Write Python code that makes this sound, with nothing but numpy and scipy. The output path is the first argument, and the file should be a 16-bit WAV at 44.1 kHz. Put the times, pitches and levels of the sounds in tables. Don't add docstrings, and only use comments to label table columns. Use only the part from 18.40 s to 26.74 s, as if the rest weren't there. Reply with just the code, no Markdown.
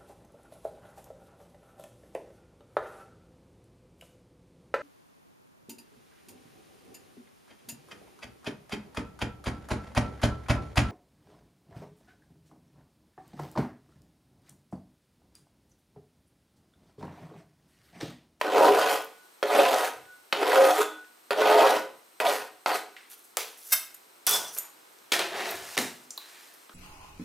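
import sys
import numpy as np
from scipy import signal
from scipy.fft import rfft, irfft, next_fast_len
from scipy.io import wavfile
from scipy.ndimage import uniform_filter1d, map_coordinates

SR = 44100
rng = np.random.default_rng(int(sys.argv[2]) if len(sys.argv) > 2 else 0)


def convert_level_to_amplitude(level_db):
    exponent = np.asarray(level_db, float) / 20
    return 10 ** exponent


def master(y):
    cut = np.clip(np.atleast_2d(y).T, -1, 1)
    pcm = np.round(cut * 32767)
    wavfile.write(sys.argv[1], SR, pcm.astype(np.int16))


N = 367794


def unit(x):
    return x / np.sqrt(np.mean(x ** 2) + 1e-20)


def along(points, hz):
    f, v = np.transpose(points)
    return np.interp(np.log(hz + 1), np.log(f + 1), v)


def filtered(x, response):
    m = next_fast_len(x.shape[-1] + 8192)
    spectrum = rfft(x, m) * response(np.fft.rfftfreq(m, 1 / SR))
    return irfft(spectrum, m)[..., :x.shape[-1]]


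def peak(f, hz, width):
    return 1j * f * width / (hz * hz - f * f + 1j * f * width + 1e-9)


def resonances(f, modes):
    return sum(convert_level_to_amplitude(db) * peak(f, hz, width) for hz, width, db in modes)


def causal(gain):
    m = 2 * len(gain) - 2
    cepstrum = irfft(np.log(gain + 1e-6), m)
    cepstrum[1:m // 2] *= 2
    cepstrum[m // 2 + 1:] = 0
    return np.exp(rfft(cepstrum))


def wobble(rate, part=slice(None)):
    knots = rng.standard_normal(int(N * rate / SR) + 4)
    return map_coordinates(knots, [np.arange(N)[part] * rate / SR], order=1)


def curves(tables, outside):
    out = np.full((len(tables[0][0]) - 1, N), float(outside))
    for s, *cols in map(np.transpose, tables):
        k = np.arange(int(s[0] * SR) + 1, min(int(s[-1] * SR) + 1, N))
        out[:, k] = np.maximum(out[:, k], [np.interp(k / SR, s, c) for c in cols])
    return out


def add(track, s, sound):
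    part = track[..., round(s * SR):][..., :sound.shape[-1]]
    part += sound[..., :part.shape[-1]]


def add_hit(track, s, db, hit):
    add(track, s, convert_level_to_amplitude(db) * hit / np.abs(hit).max())


# (frequency [Hz], level [dB per Hz])
HISS_COLOUR = [(15, -53), (25, -30.5), (192, -9), (321, 0.5), (651, -4.5), (726, -1.5), (1430, -3),
               (1680, -6), (2270, -6.5), (2530, -7.5), (8140, -11.5), (15200, -13), (16500, -35.5)]
# (frequency [Hz], level [dB per Hz])
UNLIKE_COLOUR = [(15, -56), (25, -25.5), (259, -11.5), (349, -2), (746, -0.5), (952, -1), (1180, -1),
                 (11000, -23.5), (16500, -30)]
# (frequency [Hz], width [Hz], level [dB])
WHINE = [(4107, 14, -77), (8215, 70, -71), (10573, 30, -81), (12365, 110, -72)]
# (time [s], level [dB])
CREEP = [(0, -1), (4.3, -2), (5, -1.5), (6.5, 1), (8.34, .5)]


def floor():
    mid, side = (unit(filtered(rng.standard_normal(N), lambda f: convert_level_to_amplitude(along(colour, f))))
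                 for colour in (HISS_COLOUR, UNLIKE_COLOUR))
    drift, flicker_db = np.cumsum(wobble(40)) / SR, 2.5 * wobble(60)
    whine = np.zeros(N)
    for hz, width, db in WHINE:
        turns = hz * np.arange(N) / SR + width / 2 * drift
        whine += convert_level_to_amplitude(db + 3 + flicker_db) * np.sin(2 * np.pi * turns)
    creep_db, = curves([CREEP], -9)
    return convert_level_to_amplitude(-59 + creep_db) * (mid + convert_level_to_amplitude(-2.0) * np.outer([1, -1], side)) + whine


def burst(t60):
    t = np.arange(SR // 8) / SR
    decay = convert_level_to_amplitude(-60 * t / max(t60, .003)) + 1.9 * convert_level_to_amplitude(-60 * t / min(0.03, 3 * t60))
    chatter = rng.standard_normal(len(t)) * decay
    chatter[0] = 12
    return chatter


# (frequency [Hz], level [dB per Hz])
KNOCK = [(60, -45), (150, -16), (500, -5), (1400, -1), (3000, -3), (4400, -4), (5500, -9), (7000, -17),
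         (14000, -24), (16500, -40)]


def thuds(blows, modes=()):
    out = np.zeros(N)
    for s, db, centre_hz, thud_db, t60 in blows:
        def plate(f):
            thud = causal(convert_level_to_amplitude(along(KNOCK, f) + thud_db)) * (1 + 3 * peak(f, 440, 270))
            crack = peak(f, centre_hz, 2.2 * centre_hz) ** 2 + 0.17 * peak(f, 7100, 12000)
            return (thud + crack) * (1 + resonances(f, modes))
        add_hit(out, s, db, filtered(burst(t60), plate))
    return out


# (time [s], peak level [dB], thud level [dB])
LANDINGS = [
    (0.013, -10.5, -0.5),
    (1.0282, -11, 7),
    (1.926, -9, 29),
    (2.9073, -11, -4.5),
    (3.8014, -13, -7),
    (4.2605, -9.5, 22),
    (1.9287, -13.5, 2.5),
    (2.911, -15.5, 0),
]
# (frequency [Hz], width [Hz], level [dB])
LANDED = [(598, 150, 5), (950, 130, 2), (1380, 140, 4), (2540, 200, 2), (3100, 200, -3), (4420, 350, -3)]


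def landings():
    edge_hz, edge_t60 = 850, 0.035
    return thuds([(s, db, edge_hz, thud_db, edge_t60) for s, db, thud_db in LANDINGS], LANDED)


def pressed(tables, grips, by_end_db=(0, 0), midway_db=(0, 0)):
    out = []
    for rows, (low_db, high_db, *motion) in zip(tables, grips):
        knots, db = np.transpose(rows)
        s = np.union1d(knots, np.linspace(knots[0], knots[-1], num=24))
        db = np.interp(s, knots, db)
        progress = (s - s[0]) / (s[-1] - s[0])
        fastest, slow_hz, fast_hz = motion or (.5, 0, 0)
        speed = np.sin(np.pi * progress ** (np.log(.5) / np.log(fastest)))
        low, high = np.outer(by_end_db, progress) + np.outer(midway_db, speed)
        ridge_hz = slow_hz + (fast_hz - slow_hz) * speed
        out.append(np.transpose([s, db + low_db + low, db, db + high_db + high, ridge_hz]))
    return out


def friction(tables, colour, modes, slips, scatter_db, judder_db, patchy_db, ridge_db=0):
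    busy = slice(round(tables[0][0][0] * SR), round(tables[-1][-1][0] * SR) + SR // 2)
    control = curves(tables, -150)[:, busy]
    force = ((rng.random(N) < slips / SR) * rng.standard_normal(N))[busy]
    force *= convert_level_to_amplitude(scatter_db * wobble(300, busy))
    hz, t, z = signal.stft(force, SR, nperseg=512)
    clumps = uniform_filter1d(rng.standard_normal((257, N // 250)), size=8, axis=0)
    clumps = uniform_filter1d(clumps, size=4, axis=1)
    ridge_hz = np.interp(t, np.arange(len(force)) / SR, np.maximum(control[-1], 300))
    octaves = np.log2((hz[:, None] + 1) / ridge_hz)
    gain = convert_level_to_amplitude(patchy_db * unit(clumps)[:, :len(t)] + ridge_db * np.exp(-(octaves / .25) ** 2))
    force = signal.istft(z * gain, SR, nperseg=512)[1][:len(force)]

    def split(f):
        low = 1 / (1 + (f / 1200) ** 6)
        high = 1 - 1 / (1 + (f / 5000) ** 6)
        return convert_level_to_amplitude(along(colour, f)) * np.array([low, 1 - low - high, high])

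    def body(f):
        return 1 + resonances(f, modes)

    bands = filtered(force, split)
    bands /= filtered(bands, body).std(axis=1, keepdims=True)
    judder = judder_db * np.array([wobble(45, busy) for _ in bands])
    out = np.zeros(N)
    out[busy] = filtered((convert_level_to_amplitude(control[:3] + judder) * bands).sum(axis=0), body)
    return out


# (time [s], pressure [dB])
STROKES = [
    [(.024, -38.5), (.14, -35), (.175, -27.5), (.346, -32.5), (.424, -30.5), (.554, -32), (.66, -61)],
    [(1.037, -32), (1.045, -44), (1.095, -36), (1.15, -28), (1.375, -32.5), (1.479, -35.5), (1.503, -51),
     (1.58, -62)],
    [(1.936, -38), (1.98, -35.5), (2.156, -27.5), (2.25, -28.5), (2.336, -30), (2.356, -33), (2.42, -31),
     (2.5, -66)],
    [(2.917, -30), (2.949, -43), (3.0, -31), (3.091, -28), (3.225, -27), (3.329, -31.5), (3.38, -37),
     (3.48, -69)],
    [(3.81, -31.5), (3.836, -37.5), (3.858, -29), (3.948, -34), (4.08, -57.5)],
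    [(4.269, -35), (4.289, -34.5), (4.351, -33), (4.48, -75)],
]
# (board body [dB], edge hiss over the rasp [dB], share of the stroke at full speed,
# slow ridge rate [Hz], fast ridge rate [Hz])
GRIPS = [(3.5, -16, 0.34, 490, 560), (1, -13.5, 0.37, 420, 580), (0, -14.5, 0.56, 250, 690),
         (2.5, -17, 0.56, 460, 720), (-2, -12, 0.093, 370, 720), (-2.5, -10, 0.16, 1000, 720)]
# (gain as the edge rolls up [dB], gain at full speed [dB])
ROLL = [(-5, 6), (10.5, -1)]
# (frequency [Hz], level [dB per Hz])
RASP_COLOUR = [(18, -89), (30, -56), (242, -16.5), (298, -10), (378, -11), (420, -5.5), (493, -7),
               (533, -8.5), (713, -4), (1750, -19), (1890, -20.5), (5300, -26), (13700, -27.5),
               (15200, -32.5), (16500, -73)]
# (frequency [Hz], width [Hz], level over the smooth colour [dB])
BOARD = [(319, 22, 9), (418, 26, 12), (460, 18, 10), (527, 18, 13), (553, 20, 10), (631, 30, 8),
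         (721, 28, 9), (752, 22, 8), (825, 20, 7), (940, 24, 7), (1005, 26, 5), (1240, 40, 3),
         (1474, 22, 6), (1900, 70, 0), (2540, 90, -3), (3080, 200, -9)]


def rasps():
    return friction(pressed(STROKES, GRIPS, *np.transpose(ROLL)), RASP_COLOUR, BOARD,
                    slips=5500, scatter_db=2.2, judder_db=1, patchy_db=2.3, ridge_db=4)


def rings(rows, shape, rough):
    out, t = np.zeros(N), np.arange(-SR // 6, SR // 4) / SR
    for s, hz, db, swell, fade in rows:
        shake = [np.interp((t - t[0]) * 120, np.arange(60), knots) for knots in rng.standard_normal((2, 60))]
        level_db = db + 3 - 7 * np.where(t < 0, -t / swell, t / fade) ** shape + 6 * rough * shake[0]
        add(out, s + t[0], convert_level_to_amplitude(level_db) * np.sin(2 * np.pi * hz * (s + t) + rough * shake[1]))
    return out


# (time [s], frequency [Hz], rms
# level [dB], swell [s], fade [s])
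SURGES = [(0.175, 419.7, -22.5, 0.017, 0.023), (0.192, 542, -27.5, 0.014, 0.068),
          (0.222, 727, -33, 0.017, 0.042), (0.232, 627, -17.5, 0.017, 0.022),
          (0.234, 942, -23, 0.012, 0.034), (0.237, 786, -27.5, 0.019, 0.021),
          (0.307, 412, -20.5, 0.017, 0.033), (0.424, 1003, -31.5, 0.09, 0.039),
          (0.429, 734, -38, 0.039, 0.047), (1.048, 419, -30, 0.019, 0.024),
          (1.135, 700, -29.5, 0.012, 0.0097), (1.182, 876, -36, 0.017, 0.022),
          (1.195, 561.5, -17.5, 0.017, 0.019), (1.21, 701, -29, 0.019, 0.09),
          (1.267, 1018, -30.5, 0.014, 0.017), (1.287, 529.6, -31, 0.014, 0.057),
          (1.302, 700, -29, 0.049, 0.017), (1.394, 652, -36, 0.09, 0.012),
          (2.227, 534.8, -15.5, 0.054, 0.046), (2.242, 830, -33.5, 0.09, 0.07),
          (2.255, 736, -24, 0.019, 0.014), (2.332, 732, -26, 0.017, 0.027),
          (2.407, 424.8, -21.5, 0.019, 0.014), (3.001, 626, -25, 0.022, 0.027),
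          (3.066, 429, -25, 0.057, 0.09), (3.103, 611, -23, 0.014, 0.032), (3.138, 897, -26, 0.019, 0.021),
          (3.163, 425.8, -24, 0.019, 0.044), (3.165, 519, -31, 0.029, 0.09),
          (3.17, 685.4, -20.5, 0.037, 0.051), (3.198, 615, -22, 0.019, 0.022),
          (3.22, 917, -22.5, 0.039, 0.047), (3.265, 537, -22, 0.012, 0.016),
          (3.288, 990, -31.5, 0.09, 0.016), (3.861, 964, -30.5, 0.037, 0.017),
          (3.866, 686, -21.5, 0.014, 0.011), (3.884, 574, -29, 0.014, 0.044),
          (4.318, 729, -36, 0.052, 0.017),
          (.24, 1474, -36, .03, .03), (1.155, 585, -26, .045, .025), (2.11, 505, -28, .05, .03),
          (2.19, 735, -25, .04, .02), (2.2, 1007, -32, .03, .07), (2.26, 1250, -31, .03, .05),
          (3.215, 1244, -31, .06, .08), (3.24, 1324, -33, .02, .07), (3.27, 1640, -35, .05, .05),
          (3.24, 1071, -30, .03, .02)]


def surges():
    touching = curves(STROKES, -150)[0] > -150
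    return rings(SURGES, shape=1.5, rough=.28) * touching


def spots(contacts):
    out = np.zeros(N)
    for s, db, centre_hz, width_hz, t60 in contacts:
        add_hit(out, s, db, filtered(burst(t60), lambda f: peak(f, centre_hz, width_hz) ** 2))
    return out


# (time [s], peak level [dB], centre [Hz], width [Hz], t60 [s])
TICKS = [(4.5659, -34, 2080, 2320, 0.47), (4.9701, -6.5, 8100, 14200, 0.007), (4.7, -41, 12000, 6980, .05),
         (6.243, -45, 1000, 700, .02), (6.793, -11.5, 3390, 6900, 0.0035),
         (7.378, -5.5, 4060, 5000, 0.0033), (7.378, -11.5, 1780, 1500, 0.0067),
         (.196, -31, 3970, 4960, .004), (.623, -29, 11000, 8000, .004), (.646, -29, 13500, 5000, .004),
         (1.344, -16, 3970, 5000, .004), (1.654, -48, 2000, 1490, .02), (2.645, -47, 2000, 3000, 0.022),
         (3.2046, -32, 6000, 7040, .004), (5.868, -15, 4270, 4000, .02), (6.588, -43, 4040, 3980, .004),
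         (6.9792, -38, 9000, 9000, .004), (7.0435, -38, 9000, 10000, .004),
         (7.0889, -29, 12500, 5000, .004), (7.1084, -23, 12700, 4940, .02), (6.166, -36, 1170, 2470, 0.76),
         (7.09, -34, 3900, 500, .04), (7.706, -26, 6450, 2930, 0.011), (7.709, -38, 6700, 3080, 0.27),
         (7.705, -48, 10930, 2000, 0.022), (7.777, -27, 3900, 800, 0.008),
         (7.777, -28.5, 12470, 4060, 0.012), (7.778, -36, 930, 907, 0.028),
         (8.14, -40.5, 12000, 4000, 0.01), (8.294, -42, 1300, 600, .03), (8.294, -44, 3300, 1800, .01),
         (8.294, -47, 350, 300, .04), (8.318, -47, 1400, 700, .06)]


def ticks():
    return spots(TICKS)


# (time [s], frequency [Hz], rms level [dB],
# swell [s], fade [s])
SINGS = [(.76, 1474, -66, .03, .02), (.85, 1474, -60, .06, .025), (1.712, 1474, -50, .035, .06),
         (2.414, 1474, -42, .01, .025), (2.5, 1476, -45.5, .05, .06), (2.6, 1476, -48.5, .035, .04),
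         (2.69, 1476, -63, .05, .06), (2.414, 3460, -49, .008, .03), (2.49, 3460, -53, .05, .05),
         (2.56, 3460, -60, .04, .025), (4.735, 9510, -57, .025, .025), (4.72, 11300, -54, .012, .012),
         (4.72, 14000, -56, .015, .015), (4.739, 12500, -53, .005, .01), (2.46, 422, -37, .03, .04),
         (3.39, 1474, -43, .02, .025), (3.4, 528, -38, .06, .07), (5.873, 3460, -29, .003, .018),
         (5.946, 3460, -27, .022, .018), (5.995, 3460, -42, .015, .012), (6.05, 3460, -44, .015, .035),
         (5.874, 5985, -32, .003, .015), (6.09, 5985, -47, .02, .03), (5.88, 1474, -38, .004, .02),
         (5.95, 422, -41, .03, .04)]


def singing():
    return rings(SINGS, shape=1.4, rough=.15)


# (time [s], peak level [dB], centre [Hz], length [s])
BUMPS = [
    (1.55, -64, 110, 0.038),
    (7.129, -56, 100, 0.042),
    (7.369, -31.5, 242, 0.021),
]


def bumps():
    out, t = np.zeros(N), np.arange(SR // 2) / SR
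    for s, db, centre_hz, length in BUMPS:
        puff = unit(filtered(rng.standard_normal(len(t)), lambda f: peak(f, centre_hz, 1.2 * centre_hz) ** 2))
        add(out, s, convert_level_to_amplitude(db) * puff * t / length * np.exp(1 - t / length))
    return out


# (time [s], pressure [dB])
WIPES = [
    [(4.698, -63), (4.724, -55.5), (4.742, -59), (4.754, -72)],
    [(4.77, -84), (4.848, -83), (4.92, -96)],
    [(4.978, -36.5), (5.072, -54.5), (5.2, -68.5)],
    [(5.17, -71.5), (5.306, -59.5), (5.322, -49)],
    [(6.125, -75), (6.15, -63), (6.16, -72), (6.183, -52)],
]
# (low band over the middle [dB], high band over the middle [dB])
WIPE_GRIPS = [(-14, 4.5), (-17, 23), (-4.5, 0), (-13, 16), (1, 22)]
# (frequency [Hz], level [dB per Hz])
WIPE_COLOUR = [(59, -73), (100, -51), (418, -10), (983, -8.5), (5670, -9), (13000, -8.5), (15500, -12),
               (16500, -36)]
# (frequency [Hz], width [Hz], level [dB])
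GRIPPED = [(441, 18, 13), (5930, 160, 2), (7700, 50, -8), (10640, 280, 3), (13000, 120, 7)]


def wipes():
    return friction(pressed(WIPES, WIPE_GRIPS), WIPE_COLOUR, GRIPPED,
                    slips=2500, scatter_db=0.0, judder_db=-2.0, patchy_db=-1.5)


def steel_blows(blows, modes, grind, swell):
    out, t = np.zeros(N), np.arange(SR // 2) / SR
    for s, db, slope_db, contact, damping in blows:
        push = np.exp(-np.abs(t / contact - 1.1) ** 3)
        ring = np.zeros(len(t))
        for hz, level, t60 in modes:
            level_db = level + slope_db * np.log2(hz / 6000) - 60 * damping * t / t60
            phase = 2 * np.pi * (hz * t + rng.random())
            shake = np.cumsum(rng.normal(0, .06, len(t)))
            ring += convert_level_to_amplitude(level_db) * np.sin(phase + shake)
        scratch = unit(filtered(rng.standard_normal(len(t)), lambda f: (
            peak(f, 10800, 5400) + 0.64 * peak(f, 4800, 5000) + 0.52 * peak(f, 1760, 1500))))
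        hit = ring * (1 - np.exp(-t / contact) + swell * push) + grind * push ** 2 * scratch
        hit = filtered(hit, lambda f: (1j * f / (1j * f + 300)) ** 3)
        add_hit(out, s, db, hit)
    return out


# (time [s], peak level [dB], brightness [dB per octave], contact [s], damping of the grip)
GRAZES = [
    (4.736, -42, 0, .002, 1.2),
    (5.543, -34, 3, .005, 1.2),
    (6.185, -15, -1, .001, .7),
]
# (frequency [Hz], level [dB], t60 [s])
TIP = [(4683, -27, 0.03), (6191, -29, 0.11), (6961, -10, 0.06), (7827, -17, 0.041), (8710, -8, 0.042),
       (9512, -23, 0.094), (10450, -26, 0.12), (11250, -21, 0.065), (11430, -9, 0.045), (12270, -3, 0.041),
       (13310, -16, 0.062), (15160, -20, 0.075)]


def grazes():
    return steel_blows(GRAZES, TIP, grind=.3, swell=1)


# (time [s], peak level [dB], brightness [dB per octave], contact [s], damping of the grip)
CLINKS = [
    (5.3205, -7.5, -.4, .0115, 1.05),
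]
# (frequency [Hz], level [dB], t60 [s])
STEEL = [(650, -19, .25), (1001, -22, .3), (1250, -15, .2), (1475, -17, .45), (1599, -10, .2),
         (2116, -12, .35), (2606, -15, .33), (3128, -20, .35), (3671, -12, .33), (4339, -18, .3),
         (5103, -11, .45), (5550, -11, .3), (6126, -8, .18), (7101, -11, .29), (7854, -10, .24),
         (7946, -9, .23), (8533, -16, .3), (9485, -5, .29), (10240, -12, .3), (10430, -10, .24),
         (11110, -8, .2), (11330, -4, .24), (12410, -8, .25), (12700, -6, .23), (13330, -2, .13),
         (14060, -6, .21), (14210, -4, .33), (15190, -12, .25)]


def clink():
    return steel_blows(CLINKS, STEEL, grind=2.6, swell=4.5)


# (time [s], peak level [dB])
CHATTER = [
    (5.8672, -3),
    (5.8712, -6),
    (5.8783, -5.5),
    (5.8937, -4),
    (5.8986, -7.5),
    (5.91, -9),
    (5.9118, -9.5),
]
# (centre [Hz], width [Hz], t60 [s])
SKIP = (11400, 8000, 0.0025)


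def chatter():
    rebound_db = 1.2
    return spots([(s, db + rebound_db, *SKIP) for s, db in CHATTER])


# (time [s], pressure [dB])
DRAWS = [
    [(5.869, -35), (5.893, -39), (5.962, -38), (5.981, -47.5), (6.125, -61)],
]
# (low band over the middle [dB], high band over the middle [dB])
DRAW_GRIPS = [(1.2, 10.5)]
# (low band [dB], high band [dB])
PULL = [(3, -1), (3, 0)]
# (frequency [Hz], level [dB per Hz])
DRAW_COLOUR = [(59, -59), (100, -25.5), (345, -20.5), (418, -16.5), (2630, -1), (3470, 2), (3780, -2),
               (15100, -12), (16500, -41)]
# (frequency [Hz], width [Hz], level over the smooth colour [dB])
HELD = [(425, 30, 6), (1475, 40, 3), (3458, 30, 2), (5071, 35, 6), (5416, 40, 5), (5609, 50, 6),
        (5985, 30, 10), (6966, 40, 5), (7800, 60, 4), (8550, 50, 4), (9510, 35, 10), (11400, 70, 4),
        (13340, 70, 5), (14240, 60, 4)]


def draw():
    return friction(pressed(DRAWS, DRAW_GRIPS, *PULL), DRAW_COLOUR, HELD,
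                    slips=16000, scatter_db=0.0, judder_db=2.0, patchy_db=-0.5)


# (time [s], peak level [dB], centre [Hz], thud level [dB], t60 [s])
TAPS = [
    (4.97, -17.5, 5700, 19, 0.067),
    (6.719, -13.5, 2720, 2, 0.13),
    (6.7213, -8.5, 2720, -2, .05),
    (6.723, -11.5, 1890, -13, 0.069),
    (6.792, -18.5, 2790, 14, 0.17),
    (7.369, -21, 1237, 6, 0.1),
    (7.3763, -16.5, 1568, 2, 0.079),
]


def drops():
    return thuds(TAPS)


# (time [s], pressure [dB])
DRAGS = [
    [(6.732, -27.5), (6.785, -37), (6.796, -32.5), (6.92, -44.5)],
    [(6.92, -42), (6.98, -39), (7.1, -39.5), (7.214, -50), (7.262, -49), (7.362, -48.5)],
    [(7.386, -31), (7.398, -38), (7.584, -69), (7.66, -73.5)],
    [(7.8, -59.5), (7.99, -56.5), (8.114, -63.5), (8.25, -70.5)],
]
# (low band over the middle [dB], high band over the middle [dB])
DRAG_GRIPS = [(-4, -2.5), (2.5, -11.5), (-3.5, 4), (-13, -0.5)]
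# (low band [dB], high band [dB])
SLAP = [(3, -7.5), (0.5, -5)]
SHOVE = [(-9.5, 13), (2.5, 1.5)]
SLIDE = [(-6, 7.5), (5, -4)]
# (frequency [Hz], level [dB per Hz])
DRAG_COLOUR = [(24, -71), (40, -27), (115, -15.5), (341, -7), (367, 7.5), (427, 1.5), (844, 2.5),
               (1290, -0.5), (1670, 1), (2490, 0), (14900, -16), (16500, -43)]
# (frequency [Hz], width [Hz], level [dB])
SHEET = [(226, 17, -1), (334, 22, 7.5), (700, 60, 1.5), (1750, 260, -5.5), (3900, 290, -14)]


def drags():
    tables = []
    for rows, grip, motion in zip(DRAGS, DRAG_GRIPS, (SLAP, SHOVE, SLIDE, SLIDE)):
        tables += pressed([rows], [grip], *motion)
    return friction(tables, DRAG_COLOUR, SHEET, slips=12000, scatter_db=-1.0, judder_db=1.0, patchy_db=1.0)


# (frequency [Hz], t60 [s])
KITCHEN = [(150, 0.6), (600, 0.41), (3000, 0.45), (12000, 0.31)]


def kitchen(x):
    out, step = np.zeros((2, N)), SR // 3
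    for k in range(0, N, step):
        hz, t, z = signal.stft(rng.standard_normal((2, SR // 2)), SR, nperseg=256)
        decay = convert_level_to_amplitude(-60 * t / along(KITCHEN, hz)[:, None])
        mid, side = signal.istft(z * decay, SR, nperseg=256)[1]
        tail = np.array(mid + 0.19 * np.outer([1, -1], side)) / np.linalg.norm(mid)
        add(out, k / SR + .006, signal.fftconvolve(x[None, k:k + step], tail, axes=1))
    return out


# (delay [s], level [dB])
ECHOES = [
    (.0011, -29),
    (.0027, -17),
    (.0046, -22),
]


def ports(x, lead, pan_db):
    def near(f):
        return sum(convert_level_to_amplitude(db) * np.exp(-2j * np.pi * f * s) for s, db in ECHOES) * peak(f, 3000, 5500)

    def pair(f):
        return np.exp(.5j * np.outer([1, -1], along(lead, f))) + np.outer([1, -1], near(f))

    return convert_level_to_amplitude([[pan_db / 2], [-pan_db / 2]]) * filtered(x, pair)


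# (frequency [Hz], phase [radians])
LEAD_KNIFE = [(0, 0), (690, -0.37), (5000, -0.048), (16500, 0.18)]
LEAD_BOARD = [(0, 0.089), (690, -0.31), (1460, -0.34), (16500, -0.12)]


def scene():
    dry = landings() + rasps() + ticks() + bumps() + wipes() + grazes() + clink()
    dry += chatter() + draw() + drops() + drags()
    late = np.arange(N) > 6.6 * SR
    knife = (dry + singing() + surges()) * ~late
    close = ports(knife, LEAD_KNIFE, -.55) + ports(dry * late, LEAD_BOARD, .25)
    return close + convert_level_to_amplitude(-6.5) * kitchen(dry) + floor()


def roll_off(x):
    return signal.sosfilt(signal.butter(12, 16990, fs=SR, output="sos"), x)


def record(dry):
    rounded = dry / (1 + np.abs(dry / .7) ** 4) ** .25
    mix = filtered(rounded, lambda f: (1j * f / (1j * f + 90)) ** 2 / (1 + (f / 15900) ** 90))
    return roll_off(mix)


dry = scene()
out = record(dry)
master(out)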